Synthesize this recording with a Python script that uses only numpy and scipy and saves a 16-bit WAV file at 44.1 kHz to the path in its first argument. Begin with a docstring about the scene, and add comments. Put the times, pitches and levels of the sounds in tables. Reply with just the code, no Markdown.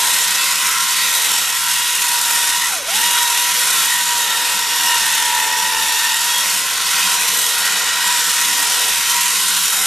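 """In an open field, a motorised pipe puller draws a pipe out of a well a few metres away.
Sliding friction excites the resonances of its steel frame as a harsh rasp with brief squeals, and
periodic tooth contact makes its gears whine. Load slows the shaft and swells the whine, and once
the drive dips to half speed. A faster shaft hums from imbalance, a hard surface nearby returns
one short echo, and light wind rumbles at the microphone."""
import sys
import numpy as np
from scipy import signal
from scipy.fft import rfft, irfft, next_fast_len
from scipy.io import wavfile
from scipy.ndimage import uniform_filter1d, map_coordinates

SR = 44100
rng = np.random.default_rng(int(sys.argv[2]) if len(sys.argv) > 2 else 0)


def dump_mix(stems):
    """Bounce the given channels to the path in sys.argv[1] as a 16-bit WAV at rate SR."""
    frames = np.atleast_2d(stems).T  # one column per channel
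    limited = np.clip(frames, -1, 1)  # hard clip at full scale
    pcm = np.round(limited * 32767).astype(np.int16)
    wavfile.write(sys.argv[1], SR, pcm)


N = 434826
TIME = np.arange(N) / SR
FFT_SIZE = next_fast_len(N, True)
FREQ_HZ = np.fft.rfftfreq(FFT_SIZE, 1 / SR)
TEETH = 23


# How hard the metal scrapes: time_s, level_db, treble_db (acts about its mean)
CONTACT = [(0.0, -18, -3.5), (0.6, -19, -6), (1.37, -18.5, -4), (1.45, -21, -4), (2.35, -18.5, -3.5),
           (2.65, -20.5, -5), (3.0, -17.5, -4), (3.45, -20, -3.5), (3.82, -17.5, -3), (4.05, -20, -5.5),
           (4.7, -20.5, -5.5), (4.9, -18, -5.5), (5.55, -20.5, -6), (6.38, -19, -5), (6.77, -20.5, -7),
           (7.02, -16.5, -6.5), (7.45, -19.5, -3), (7.92, -18.5, -9), (8.15, -18.5, -4.5), (9.2, -18.5, -5),
           (9.86, -19, -2.5)]
# Low growl of the rasp: time_s, level_db (acts about its mean)
GROWL_LEVEL = [(0.05, -41.5), (0.76, -46.5), (1.38, -41), (1.65, -48.5), (2.44, -41), (2.52, -44.5),
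               (3.82, -42), (3.93, -48.5), (4.26, -40.5), (5.1, -44), (5.62, -39), (6.13, -45),
               (7.79, -40.5), (8.22, -45.5), (8.88, -39), (8.96, -44), (9.31, -47.5), (9.8, -42)]

def rasp(turns, patchy_db=1.32, trim_db=-0.1, dip_db=-12):
    """Friction noise swells with contact, most in the treble, and fades as the drive dips."""
    hz, t, spectrum = signal.stft(scrape(turns), SR, nperseg=1024, noverlap=768)
    level, treble = curves(CONTACT, t)
    growl = curves(GROWL_LEVEL, t)[0]
    patches = rng.standard_normal((len(t), len(hz))).T
    for _ in range(2):
        patches = uniform_filter1d(uniform_filter1d(patches, size=26, axis=1), size=4, axis=0)
    # how far each band follows a level curve: frequency_hz, share
    in_contact = log_interp([(700, .5), (1100, .75), (1700, .75), (2800, 1)], hz)[:, None]
    in_growl = log_interp([(150, 0), (400, 1), (750, 1), (1100, 0)], hz)[:, None]
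    in_treble = log_interp([(5500, 0), (11000, 1)], hz)[:, None]
    gain_db = level.mean() + in_contact * (level - level.mean() + dip_db * dip(t) ** 2)
    gain_db += in_growl * (growl - growl.mean()) + in_treble * (treble - treble.mean())
    gain_db += trim_db + patchy_db * unit(patches)
    return signal.istft(spectrum * amp(gain_db), SR, nperseg=1024, noverlap=768)[1][:, :N]


# Spectral envelope of the friction: frequency_hz, relative_level_db
FRICTION_SPECTRUM = [(100, -26), (170, -25), (340, -21), (620, -18), (800, -10.5), (1100, -5), (1650, -3),
                     (2300, -3), (3300, 0.5), (4600, -3), (8000, -1.5), (11500, -3), (12800, -5.5),
                     (14200, -13.5)]
# Likeness of the left and right channels: frequency_hz, correlation
COHERENCE = [(3300, 1), (3900, .99), (4700, .91), (8000, .84), (12000, .71)]
# Balance of the channels: frequency_hz, left_minus_right_db
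BALANCE = [(2500, 0), (5000, -.3), (8000, -.9), (13000, -.8)]

def scrape(turns, tooth_depth=0.41, flicker_db=1.36, ripple_hz=120):
    """Amplitude modulation: teeth and brushes scrape in bursts at tooth, shaft and mains rates."""
    angle = 2 * np.pi * turns
    throb = 0.099 * np.cos(angle) + 0.078 * np.cos(2 * angle)
    mains_ripple = 0.074 * np.cos(2 * np.pi * ripple_hz * TIME)
    tooth_pulses = 1 + tooth_depth * np.cos(TEETH * angle)
    flicker = amp(flicker_db * np.sqrt(2) * wander(rate_hz=110).real)
    bursts = unit((1 + throb + mains_ripple) * tooth_pulses * flicker)
    friction = np.array([worn_teeth(turns), rng.standard_normal(N)])
    # low modes ring through the gaps, so the bursts are sharpest in the treble
    sharpness = log_interp([(1500, .35), (4000, .5), (11000, 1.1)], FREQ_HZ)
    mid, side = rfft(friction, FFT_SIZE) + sharpness * rfft(friction * (bursts - 1), FFT_SIZE)
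    coherence = log_interp(COHERENCE, FREQ_HZ)
    left_right = np.array([[1], [-1]])
    stereo = mid * np.sqrt(1 + coherence) + left_right * side * np.sqrt(1 - coherence)
    colour_db = log_interp(FRICTION_SPECTRUM, FREQ_HZ) + resonance_db(FREQ_HZ, FRAME_MODES)
    stereo *= amp(colour_db + left_right / 2 * log_interp(BALANCE, FREQ_HZ))
    core_rms = irfft(stereo.mean(0) * ((FREQ_HZ > 2200) & (FREQ_HZ < 9000))).std()
    return irfft(stereo)[:, :N] / core_rms


def worn_teeth(turns, memory=0.37, points_per_turn=1400):
    """Quasi-periodic excitation: surface roughness comes round at every turn, partly renewed."""
    roughness = rng.standard_normal((points_per_turn // 2, points_per_turn))
    surface = signal.lfilter([1], [1, -memory], roughness, axis=0)
    return unit(map_coordinates(surface.ravel(), [turns * points_per_turn], order=0, mode="wrap"))


# Resonances and notches of the steel frame and gear case: centre_hz, width_hz, gain_db
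FRAME_MODES = [(185.4, 26, 16.5), (280, 49, 8.5), (433.7, 34, 13.5), (493.4, 31, 9.5), (559, 34, 7),
               (727, 45, 4.5), (810, 52, 0), (982, 120, 7.5), (1275, 93, -1.5), (1366, 49, 9.5),
               (1498, 98, 6), (1747, 35, -6), (1884, 106, 6), (2094, 48, 2), (2534, 61, 8),
               (2940, 100, 1.5), (3470, 77, 2.5), (3800, 240, 3.5), (4470, 23, 5), (5540, 760, 3.5),
               (6420, 60, 4), (7026, 106, 6), (7900, 180, 1), (9000, 430, 2), (9970, 350, -3.5)]

def resonance_db(hz, modes):
    """Modal response: each mode adds a Lorentzian peak or notch to the gain in decibels."""
    return sum(db / (1 + (2 * (hz - centre) / width) ** 2) for centre, width, db in modes)


# Teeth bite harder (+) or run slack (-): centre_s, half_length_s, mesh_gain_db, overtone_gain_db
TOOTH_BITES = [(0.7, 0.35, 0.5, 6), (1.503, 0.076, -4, 2), (2.63, 0.053, 2.5, 7.5), (3.23, 0.12, 2.5, 2.5),
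               (3.62, .17, -2.5, 1), (3.92, 0.094, 5, 10), (4.9, 0.068, 7.5, 6.5), (5.34, 0.082, 1.5, -3),
               (6.75, 0.39, -1, 4.5), (7.064, 0.052, 9, 0), (7.798, 0.47, -3, 6.5), (8.08, 0.094, 8, 0.5),
               (8.31, 0.09, -3.5, -8), (8.53, 0.093, 1, 2), (9.16, 0.065, 7, 9), (9.68, 0.17, -11, -21)]

def whine(turns, speed, load, dip_db=-6):
    """Gear-mesh excitation: periodic tooth contact gives a tone and overtones that grow with load."""
    angle = 2 * np.pi * turns
    bite_db = sum(np.outer(gains_db, np.exp(-((TIME - centre_s) / half_s) ** 2))
                  for centre_s, half_s, *gains_db in TOOTH_BITES)
    mesh_bite, overtone_bite = amp(bite_db)
    # turning slowly, the sidebands and overtones weaken and a single mesh line stands out
    slow = np.interp(speed, [37, 39.5], [1, 0])
    mesh = mesh_bite * mesh_tone(angle, speed, load, slow)
    single_line = unit(((1 + 0.42 * wander(rate_hz=17)) * np.exp(1j * TEETH * angle)).real)
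    overtones = (1 - 0.5 * slow) * mesh_overtones(angle, load, overtone_bite)
    return amp(dip_db * dip(TIME) ** 3) * (mesh + overtones + amp(-33) * slow * single_line)


# Lines of the tooth mesh: offset_shaft_orders, relative_level_db
MESH_LINES = [(-2, -12), (-1, -2), (0, -.5), (1, -1), (2, -8)]
# Resonances of the gear wheel: centre_hz, width_hz, gain_db
WHEEL_MODES = [(889, 33, 8.5), (959, 51, 12), (1059, 38, 8)]

def mesh_tone(angle, speed, load, slow, base_db=-44.5, load_db_per_hz=1.0, bend_db_per_hz=1.5):
    """Modulation by runout flanks the mesh tone with sidebands; each flares at a wheel resonance."""
    roughness = 0.42 * (1 + 2 * slow)
    tone = 0
    for offset, line_db in MESH_LINES:
        order = TEETH + round(offset)
        unsteady = 1 + roughness * wander(rate_hz=35) + 0.32 * wander(rate_hz=2.5)
        line = (unsteady * np.exp(1j * (order * angle + 2 * np.pi * rng.random()))).real
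        # a heavy load bends the shaft, so the sidebands gain on the mesh tone and beat
        bend_db = bend_db_per_hz * (offset != 0) * np.maximum(load, 0)
        tone += amp(line_db + bend_db + resonance_db(order * speed, WHEEL_MODES)) * line
    return amp(base_db + load_db_per_hz * load - 3 * slow) * np.sqrt(2) * tone


def mesh_overtones(angle, load, bite, load_db_per_hz=2.6, flutter_db=1.4):
    """Harmonics two to four of the tooth force rise with load; the second follows the bite most."""
    second = amp(-32) * line_cluster(angle, order=2 * TEETH - 1, spread=1.9, rate_hz=11.3, ring=1.0)
    third = amp(-37) * line_cluster(angle, order=3 * TEETH - 1, spread=3.1, rate_hz=8, ring=2.9)
    fourth = amp(-38) * line_cluster(angle, order=4 * TEETH - 2, spread=2.4, rate_hz=8, ring=0.86)
    swell = amp(load_db_per_hz * load + flutter_db * wander(rate_hz=6.8).real)
    return swell * (bite * second + bite ** 0.41 * (third + fourth))


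def line_cluster(angle, order, spread, rate_hz, ring):
    """Sideband splitting: uneven teeth make lines one shaft rate apart, which the frame filters."""
    rotation = np.exp(1j * angle)
    lines = sum(np.exp(-.5 * (k / spread) ** 2) * wander(rate_hz) * rotation ** k for k in range(-4, 5))
    force = (lines * np.exp(1j * order * angle)).real
    response = irfft(rfft(force, FFT_SIZE) * amp(ring * resonance_db(FREQ_HZ, FRAME_MODES)))[:N]
    running_rms = np.sqrt(uniform_filter1d(response ** 2, size=8000))
    return response / running_rms


# Running speed of the gear shaft: time_s, rotation_hz
RUNNING_SPEED = [(0.0, 41.6), (0.55, 44.5), (0.93, 43.7), (1.05, 42.7), (1.5, 42.9), (2.3, 41.5),
                 (2.65, 41.9), (3.25, 41.6), (3.8, 42.5), (4.15, 41.8), (4.3, 40.8), (4.6, 41.4),
                 (4.93, 41.3), (5.3, 40), (5.7, 40.6), (6.1, 40.2), (6.3, 41.9), (6.8, 44.4), (7.8, 42.2),
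                 (8.02, 42.5), (8.25, 41.5), (8.75, 42.2), (9.2, 43.6), (9.55, 45.4)]

def drive(rated_hz=42, jitter_hz=.15, dip_share=.5):
    """Speed droop under load: returns the shaft speed, and the load as hertz lost from rated speed."""
    running = curves(RUNNING_SPEED, TIME)[0]
    speed = (running + jitter_hz * wander(rate_hz=5).real) * (1 - dip_share * dip(TIME))
    return speed, rated_hz - running


def dip(t, start_s=2.665, coast_s=.175, pickup_s=.225):
    """Uniform deceleration, then an eased recovery: 0 at running speed, 1 at the slowest."""
    coast = np.clip((t - start_s) / coast_s, 0, 1)
    pickup = np.clip((t - start_s - coast_s) / pickup_s, 0, 1)
    return coast * (1 - pickup) ** 2


# Squeals of the scraping metal: centre_s, half_length_s, pitch_hz, glide_hz_per_s, level_db
METAL_SQUEALS = [(0.401, 0.14, 2630, 696, -28.5), (0.722, 0.076, 1324, 6, -27.5),
                 (1.9, 0.28, 2820, 5.5, -32), (3.084, 0.14, 2855, 290, -26),
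                 (4.298, 0.11, 3725, -16, -27.5), (4.874, 0.17, 2844, -6, -28),
                 (6.048, 0.49, 2773, 154, -33), (6.354, 0.076, 3310, 0, -25), (7.7, .25, 1416, 0, -30.5)]

def squeals(width_hz=60):
    """Friction-excited vibration: the scraping catches on one pitch and sings as a fuzzy whistle."""
    out = np.zeros(N)
    for centre_s, half_s, pitch_hz, glide, level_db in METAL_SQUEALS:
        near = abs(TIME - centre_s) < 2 * half_s
        t = TIME[near] - centre_s
        chirp = np.exp(2j * np.pi * (pitch_hz + glide * t / 2) * t)
        whistle = unit((wander(width_hz)[near] * chirp).real)
        out[near] += amp(level_db) * np.exp(-(t / half_s) ** 2) * whistle
    return out


def hum(turns, speed, gear_ratio=3.42, level_db=-60.5, waver=0.79):
    """Rotating imbalance: a faster shaft shakes with a force that grows as the square of speed."""
    rotation = np.exp(2j * np.pi * gear_ratio * turns)
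    unsteady = 1 + waver * wander(rate_hz=2.8)
    return amp(level_db) * unit(speed ** 2 * (unsteady * rotation).real)


def echo(direct, reflection=0.33, delay_s=.01047):
    """Comb filtering: one reflection from a hard surface interferes with the direct sound."""
    size = next_fast_len(N + SR // 10, True)
    hz = np.fft.rfftfreq(size, 1 / SR)
    comb = 1 + reflection * np.exp(-2j * np.pi * hz * delay_s)
    return irfft(rfft(direct, size) * comb)[:, :N]


# Spectral envelope of the wind: frequency_hz, relative_level_db
WIND_SPECTRUM = [(15, -21), (35, 6), (65, -3), (110, -4.5), (200, -15), (500, -23), (2000, -50)]

def wind(level_db=-56, gust_db=5.0, width=0.35):
    """Turbulent pressure: light gusts rumble at the microphone, partly different in each channel."""
    noise = rfft(rng.standard_normal((2, N)), FFT_SIZE)
    mid, side = irfft(noise * amp(log_interp(WIND_SPECTRUM, FREQ_HZ)))[:, :N]
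    gusts = amp(level_db + gust_db * wander(rate_hz=2).real)
    return gusts * unit(np.array([mid + width * side, mid - width * side]))


def wander(rate_hz):
    """Narrowband random modulation: complex noise of rms near 1, with a Gaussian spectrum."""
    noise = rng.standard_normal((2048, 2)) @ [1, 1j]
    hz = np.fft.fftfreq(len(noise), TIME[-1] / len(noise))
    smooth = unit(np.fft.ifft(np.fft.fft(noise) * np.exp(-.5 * (hz / rate_hz) ** 2)))
    return np.interp(TIME, np.linspace(0, TIME[-1], len(smooth)), smooth)


def amp(db):
    """Amplitude ratio of a level in decibels."""
    return 10 ** (np.asarray(db) / 20)


def unit(x):
    """Normalisation to rms 1."""
    return x / np.sqrt(np.mean(abs(x) ** 2) + 1e-20)


def curves(table, t):
    """Linear interpolation of each column at the times t."""
    time_s, *columns = np.transpose(table)
    return [np.interp(t, time_s, column) for column in columns]


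def log_interp(points, hz):
    """Interpolation on a log-frequency axis."""
    point_hz, value = np.transpose(points)
    return np.interp(np.log(hz + 1), np.log(point_hz + 1), value)


def scene():
    """Superposition: rasp, whine and hum share one shaft rotation; squeals and wind add to them."""
    speed, load = drive()
    turns = np.cumsum(speed) / SR
    machine = rasp(turns) + whine(turns, speed, load) + squeals()
    return echo(machine) + hum(turns, speed) + wind()


def record(dry, ceiling=.9, cutoff_hz=14250):
    """Soft saturation rounds the highest peaks, and a low-pass filter limits the band."""
    rounded = dry / (1 + (dry / ceiling) ** 6) ** (1 / 6)
    lowpass = signal.firwin(511, cutoff_hz, window=("kaiser", 9), fs=SR)
    return signal.oaconvolve(rounded, lowpass[None], "same")


dry = scene()
out = record(dry)
dump_mix(out)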